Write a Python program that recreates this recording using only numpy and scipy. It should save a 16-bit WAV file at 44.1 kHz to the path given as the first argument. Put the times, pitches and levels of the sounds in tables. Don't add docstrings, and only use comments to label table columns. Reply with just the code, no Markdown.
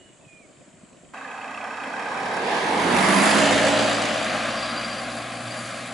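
import sys
import numpy as np
from scipy import signal
from scipy.io import wavfile
from scipy.ndimage import uniform_filter1d

SR = 44100
rng = np.random.default_rng(int(sys.argv[2]) if len(sys.argv) > 2 else 0)


def log_audio(samples):
    frames = np.atleast_2d(samples).T
    limited = np.clip(frames, -1, 1)
    pcm = np.round(limited * 32767).astype(np.int16)
    wavfile.write(sys.argv[1], SR, pcm)


def gain_from_decibels(decibels):
    exponent = np.asarray(decibels, float) / 20
    return 10 ** exponent


N = 261513
HOP = 256
HZ = np.fft.rfftfreq(1024, 1 / SR)

# [side, bass L-R/dB, roar L-R/dB, clatter L-R/dB, fizz L-R/dB]
PAN_BY_SIDE = [(0, -1, -2.3, -1.6, 0), (1, -2.3, -2.7, -1.5, 2), (1.6, -4.5, -2.5, -3.5, 1.5),
               (2.2, -6, -1, -3, 0), (3, -6, .7, -1.3, -2), (3.3, -3.5, 2.8, -.3, -2), (4, -1, 2, 0, -1),
               (5, -.4, 2, 1, -.6)]


def evened(x):
    return x / np.sqrt(np.mean(x ** 2) + 1e-20)


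def read(points, hz):
    f, value = np.transpose(points)
    return np.interp(np.log(hz + 1), np.log(f + 1), value)


def columns(rows, t):
    s, *cols = np.transpose(rows)
    return [np.interp(t, s, c) for c in cols]


def add(mix, s, sound):
    part = mix[round(s * SR):][:len(sound)]
    part += sound[:len(part)]


def resonate(x, hz, width_hz):
    r = np.exp(-np.pi * width_hz / SR)
    gain = (1 - r * r) / 2
    return signal.lfilter([gain, 0, -gain], [1, -2 * r * np.cos(2 * np.pi * hz / SR), r * r], x)


def ring(drive, modes):
    out = 0
    for hz, width_hz, db in modes:
        once = resonate(drive, hz, 1.4 * width_hz)
        out = out + gain_from_decibels(db) * np.sqrt(100 / width_hz) * resonate(once, hz, 1.4 * width_hz)
    return evened(out)


def bells(modes):
    return sum(db * np.exp(-((HZ - hz) / width_hz) ** 2 * 2) for hz, width_hz, db in modes)


def drift(seconds):
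    steps = rng.standard_normal(N // 64 + 2)
    size = max(int(seconds * SR / 64), 1)
    smooth = evened(uniform_filter1d(uniform_filter1d(steps, size), size))
    return np.interp(np.arange(N) / 64, np.arange(len(steps)), smooth)


def noise(level_db, modes_db, same, pan_db, patchy_db):
    a, b, c, d, patches = rng.standard_normal(level_db.shape + (5,)).transpose(2, 0, 1)
    patches = evened(uniform_filter1d(uniform_filter1d(patches, size=12, axis=0), size=8, axis=1))
    same = np.clip(same, 0, 1)
    direct = (a + 1j * b) * gain_from_decibels(modes_db)
    scattered = (c + 1j * d) * np.sqrt((1 - same) / (1 + same))
    z = np.array([(direct + scattered) * gain_from_decibels(pan_db / 2), (direct - scattered) * gain_from_decibels(-pan_db / 2)])
    z *= gain_from_decibels(level_db + patchy_db * patches)
    return 0.7 * signal.istft(z.transpose(0, 2, 1), nperseg=1024, noverlap=1024 - HOP)[1][:, :N]


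def air():
    # [f/Hz, density/(dB per Hz)]
    colour = [(18, -59), (30, -18), (81, -18), (103, -8.5), (187, -5.5), (284, -8), (322, -4), (433, -13.5),
              (659, -7), (844, -23), (955, -18.5), (1820, -21.5), (5810, -32), (7620, -18.5),
              (11000, -40.5), (14400, -74), (22000, -120)]
    # [f/Hz, likeness 0-1]
    likeness = [(60, 1), (220, 0.47), (800, 0.8), (2910, 0.43), (10600, 0.66)]
    field = np.tile(read(colour, HZ), (N // HOP + 5, 1))
    wash = evened(noise(field, 0, read(likeness, HZ), -0.14, patchy_db=1.5))
    low = signal.sosfiltfilt(signal.butter(2, 500, fs=SR, output="sos"), wash)
    return gain_from_decibels(-51.5) * (wash - low + low * gain_from_decibels(3.8 * drift(0.029)))


def ground():
    low = signal.sosfilt(signal.butter(4, 70, fs=SR, output="sos"), rng.standard_normal((2, N)))
    return gain_from_decibels(-82) * evened(low + 0.6 * low[::-1])


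def insects():
    # [f/Hz, width/Hz, level/dB]
    band = (7300, 920, -58)
    return gain_from_decibels(band[2]) * ring(rng.standard_normal((2, N)), [band])


def idler():
    # [f/Hz, width/Hz, level/dB]
    modes = [(2500, 200, 5), (3060, 160, 4), (3900, 500, -23)]
    start_s, firings_per_s, decay_s = .089, 25.03, 0.0046
    turns = (np.arange(N) / SR - start_s) * firings_per_s
    ticks = signal.oaconvolve(knocks(turns, spread_db=0.5), np.exp(-np.arange(600) / SR / decay_s))[:N]
    return gain_from_decibels(-69) * ring(ticks * rng.standard_normal(N), modes)


def puffs():
    # [t/s, peak/dB, f/Hz]
    pushes = [(0.091, -59, 223), (0.123, -48, 180), (0.196, -40, 207), (0.258, -33.5, 150),
              (0.397, -37, 237), (0.483, -53, 177), (0.564, -54, 91.5), (0.565, -44, 148), (0.62, -51, 202),
              (0.676, -33, 240), (0.734, -39, 180), (0.829, -29.5, 200), (0.879, -43, 231),
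              (1.003, -40, 175)]
    out, cycles = np.zeros(N), 3.5
    for s, db, hz in pushes:
        u = np.arange(int(cycles * SR / hz)) * hz / SR
        add(out, s, gain_from_decibels(db - 8.5) * np.sin(2 * np.pi * u) * np.sin(np.pi * u / cycles) ** 2)
    return out


def bird():
    # [t/s, length/s, first f/Hz, last f/Hz, level/dB]
    notes = [
        (-.02, 0.092, 2860, 2950, -62),
        (0.06, 0.051, 2940, 2910, -64),
        (.11, .095, 2900, 2925, -73),
        (.205, 0.032, 2640, 2590, -70),
        (0.229, 0.062, 2590, 2480, -68),
        (0.276, 0.055, 2480, 2425, -58.5),
        (0.318, 0.1, 2430, 2420, -56.5),
        (0.411, 0.052, 2390, 2140, -62),
        (1.134, .126, 3900, 3780, -67),
    ]
    t, level = np.arange(N) / SR, np.zeros(N)
    edge_share = 0.3
    s, length, first_hz, last_hz, _ = np.transpose(notes)
    inner = length * edge_share / 4
    knots_s = np.ravel([s + inner, s + length - inner], "F")
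    hz = np.interp(t, knots_s, np.ravel([first_hz, last_hz], "F"))
    for start, span, _, _, db in notes:
        u = (t - start) / span
        level += gain_from_decibels(db + 4.5) * np.clip(np.minimum(u, 1 - u) * 2 / edge_share, 0, 1)
    hz = uniform_filter1d(hz, size=500) + 9 * drift(.01)
    out = level * np.sin(2 * np.pi * np.cumsum(hz) / SR) * gain_from_decibels(0.9 * drift(.008))
    return out + gain_from_decibels(-18) * np.roll(out, int(0.042 * SR)) + gain_from_decibels(-17) * np.roll(out, int(.075 * SR))


def passing(t):
    # [t/s, roar/dB, side]
    track = [(1.14, -36, 0.2), (1.75, -31, 0.12), (2.22, -26.5, 0.54), (2.54, -22, 1.08),
             (2.78, -19.5, 1.43), (3.0, -17, 1.73), (3.12, -15.5, 1.75), (3.24, -16, 2.25),
             (3.36, -16.5, 2.5), (3.48, -18, 2.95), (3.8, -21, 2.99), (4.2, -23.5, 3.51), (4.55, -25, 4.3),
             (5.13, -29.5, 4.98), (5.4, -30.5, 4.94), (5.6, -31, 5.36), (5.93, -32.5, 5.2)]
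    # [side, rumble/dB, hiss/dB, fizz/dB]
    balance = [(0, -14, -9, -22), (.22, -12.5, -9.5, -21.5), (.48, -10.5, -10, -21.5),
               (.85, -11.5, -11, -21.5), (1.08, -11.5, -6, -20), (1.3, -10.5, -10, -20.5),
               (1.6, -8.5, -10, -17), (1.75, -11, -8.5, -13.5), (1.9, -14.5, -9.5, -13),
               (2.05, -11, -7, -12.5), (2.25, -13, -9, -10), (2.8, -7.5, -3.5, -10),
               (3.15, -8.5, -3.5, -10.5), (3.6, -12, -5, -13.5), (4.4, -12, -4.5, -15), (5, -10, -7, -12),
               (5.4, -10.5, -5.5, -8)]
    roar_db, facing = columns(track, t)
    rumble, hiss, fizz = columns(balance, facing)
    return facing, [roar_db + rumble, roar_db, roar_db + hiss, roar_db + fizz]


def shares(facing):
    return [np.clip(1 - abs(np.minimum(facing, 4) - k), 0, 1) for k in range(5)]


def doppler(t):
    pass_s, turn_s = 3.22, 0.25
    return 1 - np.tanh((t - pass_s) / turn_s)


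def knocks(turns, spread_db):
    fired = np.diff(np.floor(turns), prepend=np.floor(turns[0]))
    return fired * gain_from_decibels(spread_db * rng.standard_normal(N))


def roar():
    # [f/Hz, density/(dB per Hz)]
    nose = [(30, -50), (80, -44), (140, -22), (250, -7), (450, -0.5), (800, 2.5), (1300, 7), (2500, -11),
            (2900, -22.5), (4200, -33), (6000, -37), (11000, -46.5)]
    wing = [(30, -46.5), (80, -40), (170, -13.5), (300, -6), (500, 2), (850, -1.5), (1300, -6.5),
            (2500, -18.5), (4000, -27.5), (6000, -31), (11000, -34)]
    flank = [(30, -45), (80, -30), (130, -20), (200, 6.5), (350, 0), (500, -12), (800, -7.5), (2000, -12.5),
             (4800, -24), (5500, -26), (11000, -26.5)]
    haunch = [(30, -47), (80, -40), (140, -28.5), (250, -15.5), (400, -14), (600, -3), (1000, -4),
              (3000, -11.5), (4800, -20.5), (5500, -25.5), (11000, -36.5)]
    tail = [(30, -29), (80, -39), (140, -13.5), (240, -10), (450, -9), (650, -1.5), (1200, -5.5),
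            (2500, -12.5), (4800, -21.5), (5300, -24.5), (11000, -31.5)]
    # [f/Hz, width/Hz, level/dB]
    nose_modes = [(258, 28, 14), (352, 83, -21), (756, 160, 4), (1380, 83, -29), (1540, 130, 1),
                  (2180, 84, -15.5), (2590, 150, 7), (3210, 160, 4.5), (3780, 130, 1), (4500, 130, 6),
                  (1790, 70, -16), (2756, 157, -23), (3500, 100, -10), (4896, 240, -5), (5700, 100, -4)]
    wing_modes = [(456, 120, 2), (580, 100, -4.5), (888, 290, 5.5), (1620, 220, 7), (3830, 210, 4),
                  (1394, 130, -10.5), (2200, 510, 3.5), (4680, 100, 8)]
    flank_modes = [(653, 210, 4.5), (990, 180, 1.1), (2010, 400, 3.5), (7000, 990, 1.6), (11060, 1200, 9.3)]
    haunch_modes = [(380, 69, -3.5), (523, 74, 3.5), (600, 65, 3), (940, 36, -10), (1750, 210, 3),
                    (2350, 100, 0), (7300, 890, 2.5), (8840, 920, -5), (5270, 380, -3.5)]
    tail_modes = [(240, 27, 13.5), (401, 89, -15), (610, 170, 3), (914, 93, -16.5), (1193, 150, 4),
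                  (1630, 51, 7), (2150, 147, 0), (2430, 90, 2.5), (2800, 84, -2.5), (5070, 120, -8),
                  (8960, 870, -3)]
    far_modes = [(5870, 1300, -4.5), (8300, 2500, -3), (192, 260, 5)]
    # [side, f/Hz, level/dB]
    ridge = [(.7, 800, 2.5), (1.1, 860, 0.5), (1.45, 930, 4.5), (1.75, 980, 0), (2.15, 1070, 4),
             (2.6, 1150, -1)]
    # [f/Hz, likeness 0-1]
    likeness = [
        [(60, 0.98), (140, 0.99), (340, 0.96), (800, 0.88), (1890, 1), (4470, 0.34), (10600, 0.94)],
        [(60, 0.93), (140, 1), (340, 1), (800, 0.6), (1890, 0), (4470, 0.3), (10600, 0.9)],
        [(60, 0.68), (140, 1), (340, 0.85), (800, 0), (1890, 0.66), (4470, 0.5), (10600, 0.46)],
        [(60, 0.87), (140, 0.8), (340, 0.88), (800, 0.62), (1890, 0.72), (4470, 0.79), (10600, 0.7)],
        [(60, 0.6), (140, 0.89), (340, 0.96), (800, 0.9), (1890, 0.86), (4470, 0.9), (10600, 0.89)],
    ]
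    # [low f/Hz, high f/Hz]
    layers = [(60, 400), (400, 2500), (2500, 6000), (6000, 11000)]

    t = np.arange(N // HOP + 5) * HOP / SR
    facing, levels_db = passing(t)
    weights = shares(facing[:, None])
    field = sum(w * read(s, HZ) for w, s in zip(weights, [nose, wing, flank, haunch, tail]))
    side_modes = [nose_modes, wing_modes, flank_modes, haunch_modes, tail_modes]
    modes = sum(w * bells(s) for w, s in zip(weights, side_modes))
    modes = modes + np.clip(facing - 4, 0, 1)[:, None] * bells(far_modes)
    ridge_hz, ridge_db = columns(ridge, facing[:, None])
    ridge_width_hz = 140
    modes = modes + ridge_db * np.exp(-((HZ - ridge_hz) / ridge_width_hz) ** 2 * 2)
    same = sum(w * read(s, HZ) for w, s in zip(weights, likeness))

    power = gain_from_decibels(field + modes) ** 2
    centres = np.sqrt(np.prod(layers, axis=1))
    for db, (lo, hi), one in zip(levels_db, layers, np.eye(len(layers))):
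        lift = db - 10 * np.log10(power[:, (HZ >= lo) & (HZ < hi)].sum(1))
        field = field + lift[:, None] * read(list(zip(centres, one)), HZ)

    bass, upper, clatter, fizz = (pan[:, None] for pan in columns(PAN_BY_SIDE, facing))
    low = read([(300, 1), (550, 0)], HZ)
    above = read([(1200, 0), (1900, 1)], HZ)
    high = read([(5500, 0), (7500, 1)], HZ)
    pan_db = bass * low + upper * (1 - low - above) + clatter * (above - high) + fizz * high
    return noise(field, modes, same, pan_db, patchy_db=1.03)


def hum():
    t = np.arange(N) / SR
    start_s, end_s, rise_db_per_s, fall_db_per_s = 3.07, 4.05, 108.5, 44
    hz = 620 + 55 * doppler(t) / 2
    db = -33.5 - rise_db_per_s * np.maximum(start_s - t, 0) - fall_db_per_s * np.maximum(t - end_s, 0)
    turn = 2 * np.pi * np.cumsum(hz) / SR
    steady = 1.74
    return gain_from_decibels(db) * ((steady + drift(.025)) * np.cos(turn) + drift(.025) * np.sin(turn))


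def chinks(rows, length_s, trim_db):
    out, t = np.zeros(N), np.arange(int(length_s * SR)) / SR
    for (s, db, hz), wobble in zip(rows, rng.standard_normal((len(rows), 2000))):
        pitch = hz + 550 * uniform_filter1d(wobble, size=90)[:len(t)]
        swell = np.sin(np.pi * (t / length_s) ** .6) ** 2
        add(out, s, gain_from_decibels(db + trim_db) * swell * np.sin(2 * np.pi * np.cumsum(pitch) / SR))
    return out


def struck_parts():
    # [t/s, peak/dB, f/Hz]
    grit = [(2.33, -55, 10600), (2.51, -58, 10300), (3.2, -40, 10900), (3.3, -36.5, 10950),
            (3.365, -40, 7700), (3.38, -42, 7050), (3.43, -36, 7400), (3.555, -44, 6850),
            (3.648, -41, 7800), (3.67, -42, 7120), (3.735, -43, 7850), (3.86, -44, 7800), (3.94, -43, 7900),
            (4.015, -43, 7800)]
    # [t/s, peak/dB, f/Hz]
    booms = [(1.2123, -30, 1560), (1.2482, -26, 1650), (1.4987, -35, 1490), (1.583, -34, 1570),
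             (1.6393, -30, 1600), (1.9372, -21.5, 1570), (2.0599, -23.5, 1580), (2.1457, -23, 1500),
             (2.1966, -33, 1590), (2.2609, -29, 1600), (2.3093, -27, 1650), (2.3682, -22, 1576),
             (2.4655, -33, 1630)]
    # [t/s, peak/dB, f/Hz]
    squeaks = [(4.4997, -36, 4830), (4.573, -31, 4760), (4.6199, -30, 4680), (4.7042, -35, 4820),
               (4.7735, -25, 4750), (4.8424, -30, 4680), (4.9003, -34, 4760), (4.9801, -31, 4750),
               (5.033, -36, 4780), (5.2185, -38, 4570), (5.5109, -33, 4800), (5.5677, -35, 4700),
               (5.6456, -34, 4730), (5.7463, -41, 4740)]
    return chinks(grit, .022, trim_db=6.5) + chinks(booms, .015, trim_db=-4) + chinks(squeaks, .024, trim_db=-5.5)


def shaking():
    # [t/s, length/s, level/dB]
    spells = [(2.396, 3.6, -52.5), (2.97, 0.55, -43.5), (3.16, 0.065, -38), (3.265, 0.065, -40),
              (3.41, .07, -43), (3.52, 0.18, -43), (3.7, 0.36, -45), (3.992, 0.37, -56), (4.487, 0.58, -46),
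              (5.452, .25, -53), (5.74, .1, -56)]
    out = np.zeros(N)
    for s, length, db in spells:
        add(out, s, gain_from_decibels(db) * signal.windows.tukey(int(length * SR), 0.36))
    return out


def panel_rattle(t, turns, puff):
    # [f/Hz, width/Hz, level/dB]
    modes = [(4680, 99, 7), (4780, 53, 9.5)]
    # [start t/s, end t/s]
    lurch_s = (3.6, 4.3)
    burst_s = 4.783
    cycle = 2 * np.pi * (turns - turns[int(burst_s * SR)]) / 4
    lurch = np.interp(t, lurch_s, [.15, 1])
    rattle = ring(np.exp(0.23 * lurch * np.cos(cycle)) * (1.5 + puff) * rng.standard_normal(N), modes)
    squeak_hz = 4735 + 60 * lurch * np.sin(cycle) + 40 * drift(.006) + 88 * doppler(t)
    squeak = np.sin(2 * np.pi * np.cumsum(squeak_hz) / SR)
    squeak *= (2.3 + lurch * np.cos(cycle)) ** 2 * (0.3 + 0.6 * puff)
    return shaking() * evened(rattle + (0.36 + 0.6 * lurch) * evened(squeak))


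def injector_tick(t, puff):
    # [f/Hz, width/Hz, level/dB]
    modes = [(5400, 190, 0)]
    # [start t/s, end t/s, edge/s, level over roar/dB]
    spell = (1.42, 2.44, .2, -30)
    start, end, edge, db = spell
    gate = np.clip(np.minimum(t - start, end - t) / edge + .5, 0, 1)
    return gate * gain_from_decibels(db) * ring((0.8 + puff) * rng.standard_normal(N), modes)


def clatter_knocks():
    # [t/s, peak/dB]
    events = [(1.1418, -39), (1.1713, -34), (1.2017, -41), (1.2396, -40), (1.2646, -40), (1.2885, -39),
              (1.3145, -38), (1.3539, -40), (1.3808, -35), (1.4147, -31), (1.4417, -38), (1.4781, -33),
              (1.5155, -36), (1.5474, -30), (1.5734, -29), (1.6113, -27), (1.6432, -30), (1.6761, -38),
              (1.7076, -36), (1.7415, -32), (1.7704, -32), (1.7999, -35), (1.8348, -29), (1.8707, -36),
              (1.9001, -36), (1.937, -36), (1.9795, -38), (2.0124, -34), (2.0558, -30), (2.1077, -37)]
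    # [f/Hz, width/Hz, level/dB]
    modes = [(2570, 230, 2), (1600, 180, -11)]
    drive, t = np.zeros(N), np.arange(1500) / SR
    rise_s, decay_s = .002, 0.0068
    for s, db in events:
        add(drive, s, gain_from_decibels(db - 2.5) * np.minimum(t / rise_s, 1) * np.exp(-t / decay_s))
    clean = np.sin(2 * np.pi * np.cumsum(2550 + 70 * drift(.012)) / SR)
    return drive * (0.6 * ring(rng.standard_normal(N), modes) + 0.86 * clean)


def block_knock(puff):
    # [f/Hz, width/Hz, level/dB]
    modes = [(830, 200, -4), (1230, 150, -5), (1600, 150, -1), (2560, 190, -7), (3260, 150, -16)]
    return ring(puff * rng.standard_normal(N), modes)


def exhaust_tones(t, turns, facing):
    # [order of firing rate, level over rumble/dB at nose, wing, flank, haunch, tail]
    orders = [(1, -43, -47, -31, -27, -22), (2, -45, -28, -18.5, -12.5, -9),
              (3, -23, -29, -14.5, -16.5, -18), (3.77, -28, -21.5, -0.5, -11.5, -12.5),
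              (4, -29, -17, -23.5, -11, -9), (5, -28, -16.5, -5, -2, -15.5),
              (6, -16.5, -13, -9.5, -15, -15), (7, -15.5, -21, -12.5, -17.5, -30),
              (9, -17, -43, -9, -20, -11.5), (11, -17, -26, -16, -21, -52)]
    # [t/s, half length/s, level/dB]
    hidden = (3.22, .09, -4)
    sides = shares(facing)
    hidden_db = hidden[2] * np.exp(-((t - hidden[0]) / hidden[1]) ** 4)
    out = np.zeros(N)
    for k, *dbs in orders:
        db = sum(w * side_db for w, side_db in zip(sides, dbs)) + 4.0 + (k == 2) * hidden_db
        db = db + 2.1 * drift(0.36) + 1.72 * drift(0.035)
        out += gain_from_decibels(db) * np.sin(2 * np.pi * (k * turns + 0.052 * drift(0.032) + rng.random()))
    return out


def firing_turns(t):
    # [t/s, firings per s]
    speed = [(1.13, 30), (1.5, 30.2), (1.9, 31.2), (2.3, 36.5), (2.7, 44), (3.0, 49.7), (3.2, 53.5),
             (3.4, 56.1), (3.6, 56.8), (4.0, 57.3), (4.5, 58.3), (5.0, 59.1), (5.5, 59.7), (5.93, 59.9)]
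    return np.cumsum(columns(speed, t)[0]) / SR


def firing_puffs(t, turns):
    # [t/s, share of a firing]
    lag = [(1.13, .29), (3.4, .3), (4.2, .45), (5.93, .7)]
    clicks = knocks(turns - columns(lag, t)[0], spread_db=3.0)
    puff = signal.oaconvolve(clicks, np.exp(-np.arange(2000) / SR / 0.0087))[:N]
    return puff / np.sqrt(uniform_filter1d(puff ** 2, size=9000) + 1e-9)


def van():
    # [side, roar pulsing 0-1, knock over roar/dB]
    engine = [(-.3, 0.2, -2), (.2, 0.01, -12.5), (.5, 0.1, -16), (1, 0.02, -22), (2, 0.16, -24),
              (3, 0.17, -29), (4, 0.05, -11.5), (5, 0.06, -31)]
    t = np.arange(N) / SR
    turns = firing_turns(t)
    puff = firing_puffs(t, turns)
    facing, (rumble_db, roar_db, _, _) = passing(t)
    depth, knock_db = columns(engine, facing)

    body = roar()
    low = signal.sosfiltfilt(signal.butter(2, 450, fs=SR, output="sos"), body)
    top = signal.sosfiltfilt(signal.butter(2, 5500, "high", fs=SR, output="sos"), body)
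    gate = 1 + np.clip(depth, 0, 1) * (uniform_filter1d(puff, size=60) - .7)
    spit = 0.21 * (uniform_filter1d(puff, size=30) - .7) + 0.031 * drift(0.014)
    pulsed = gain_from_decibels(2.5) * low + (body - low) * gate + top * spit

    bass, upper, clatter, _ = (gain_from_decibels(np.array([p, -p]) / 2) for p in columns(PAN_BY_SIDE, facing))
    exhaust = gain_from_decibels(rumble_db) * exhaust_tones(t, turns, facing)
    middle = gain_from_decibels(roar_db + knock_db) * block_knock(puff) + hum()
    loose = panel_rattle(t, turns, puff) + struck_parts()
    ticks = gain_from_decibels(roar_db) * injector_tick(t, puff) + clatter_knocks()
    return pulsed + exhaust * bass + middle * upper + (loose + ticks) * clatter


def scene():
    change_s, fade_s = 1.134, .004
    second = np.clip((np.arange(N) / SR - change_s) / fade_s, 0, 1)
    quiet = air() + idler() + puffs() * gain_from_decibels(np.array([[.2], [-.2]]))
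    loud = van() + insects() + ground()
    return quiet * (1 - second) + loud * second + bird() * gain_from_decibels(np.array([[-3.5], [3.5]]))


def low_pass(x):
    return signal.sosfilt(signal.butter(12, 11190, fs=SR, output="sos"), x)


def record(dry):
    edge_hz, click_s, click_db = 11010, 1.1345, -39
    lowpass = signal.firwin(2047, edge_hz, window=("kaiser", 9), fs=SR)
    limited = signal.oaconvolve(dry, lowpass[None], "same")
    click = gain_from_decibels(click_db) * (np.arange(N) == round(click_s * SR))
    return low_pass(limited + click)


dry = scene()
out = record(dry)
log_audio(out)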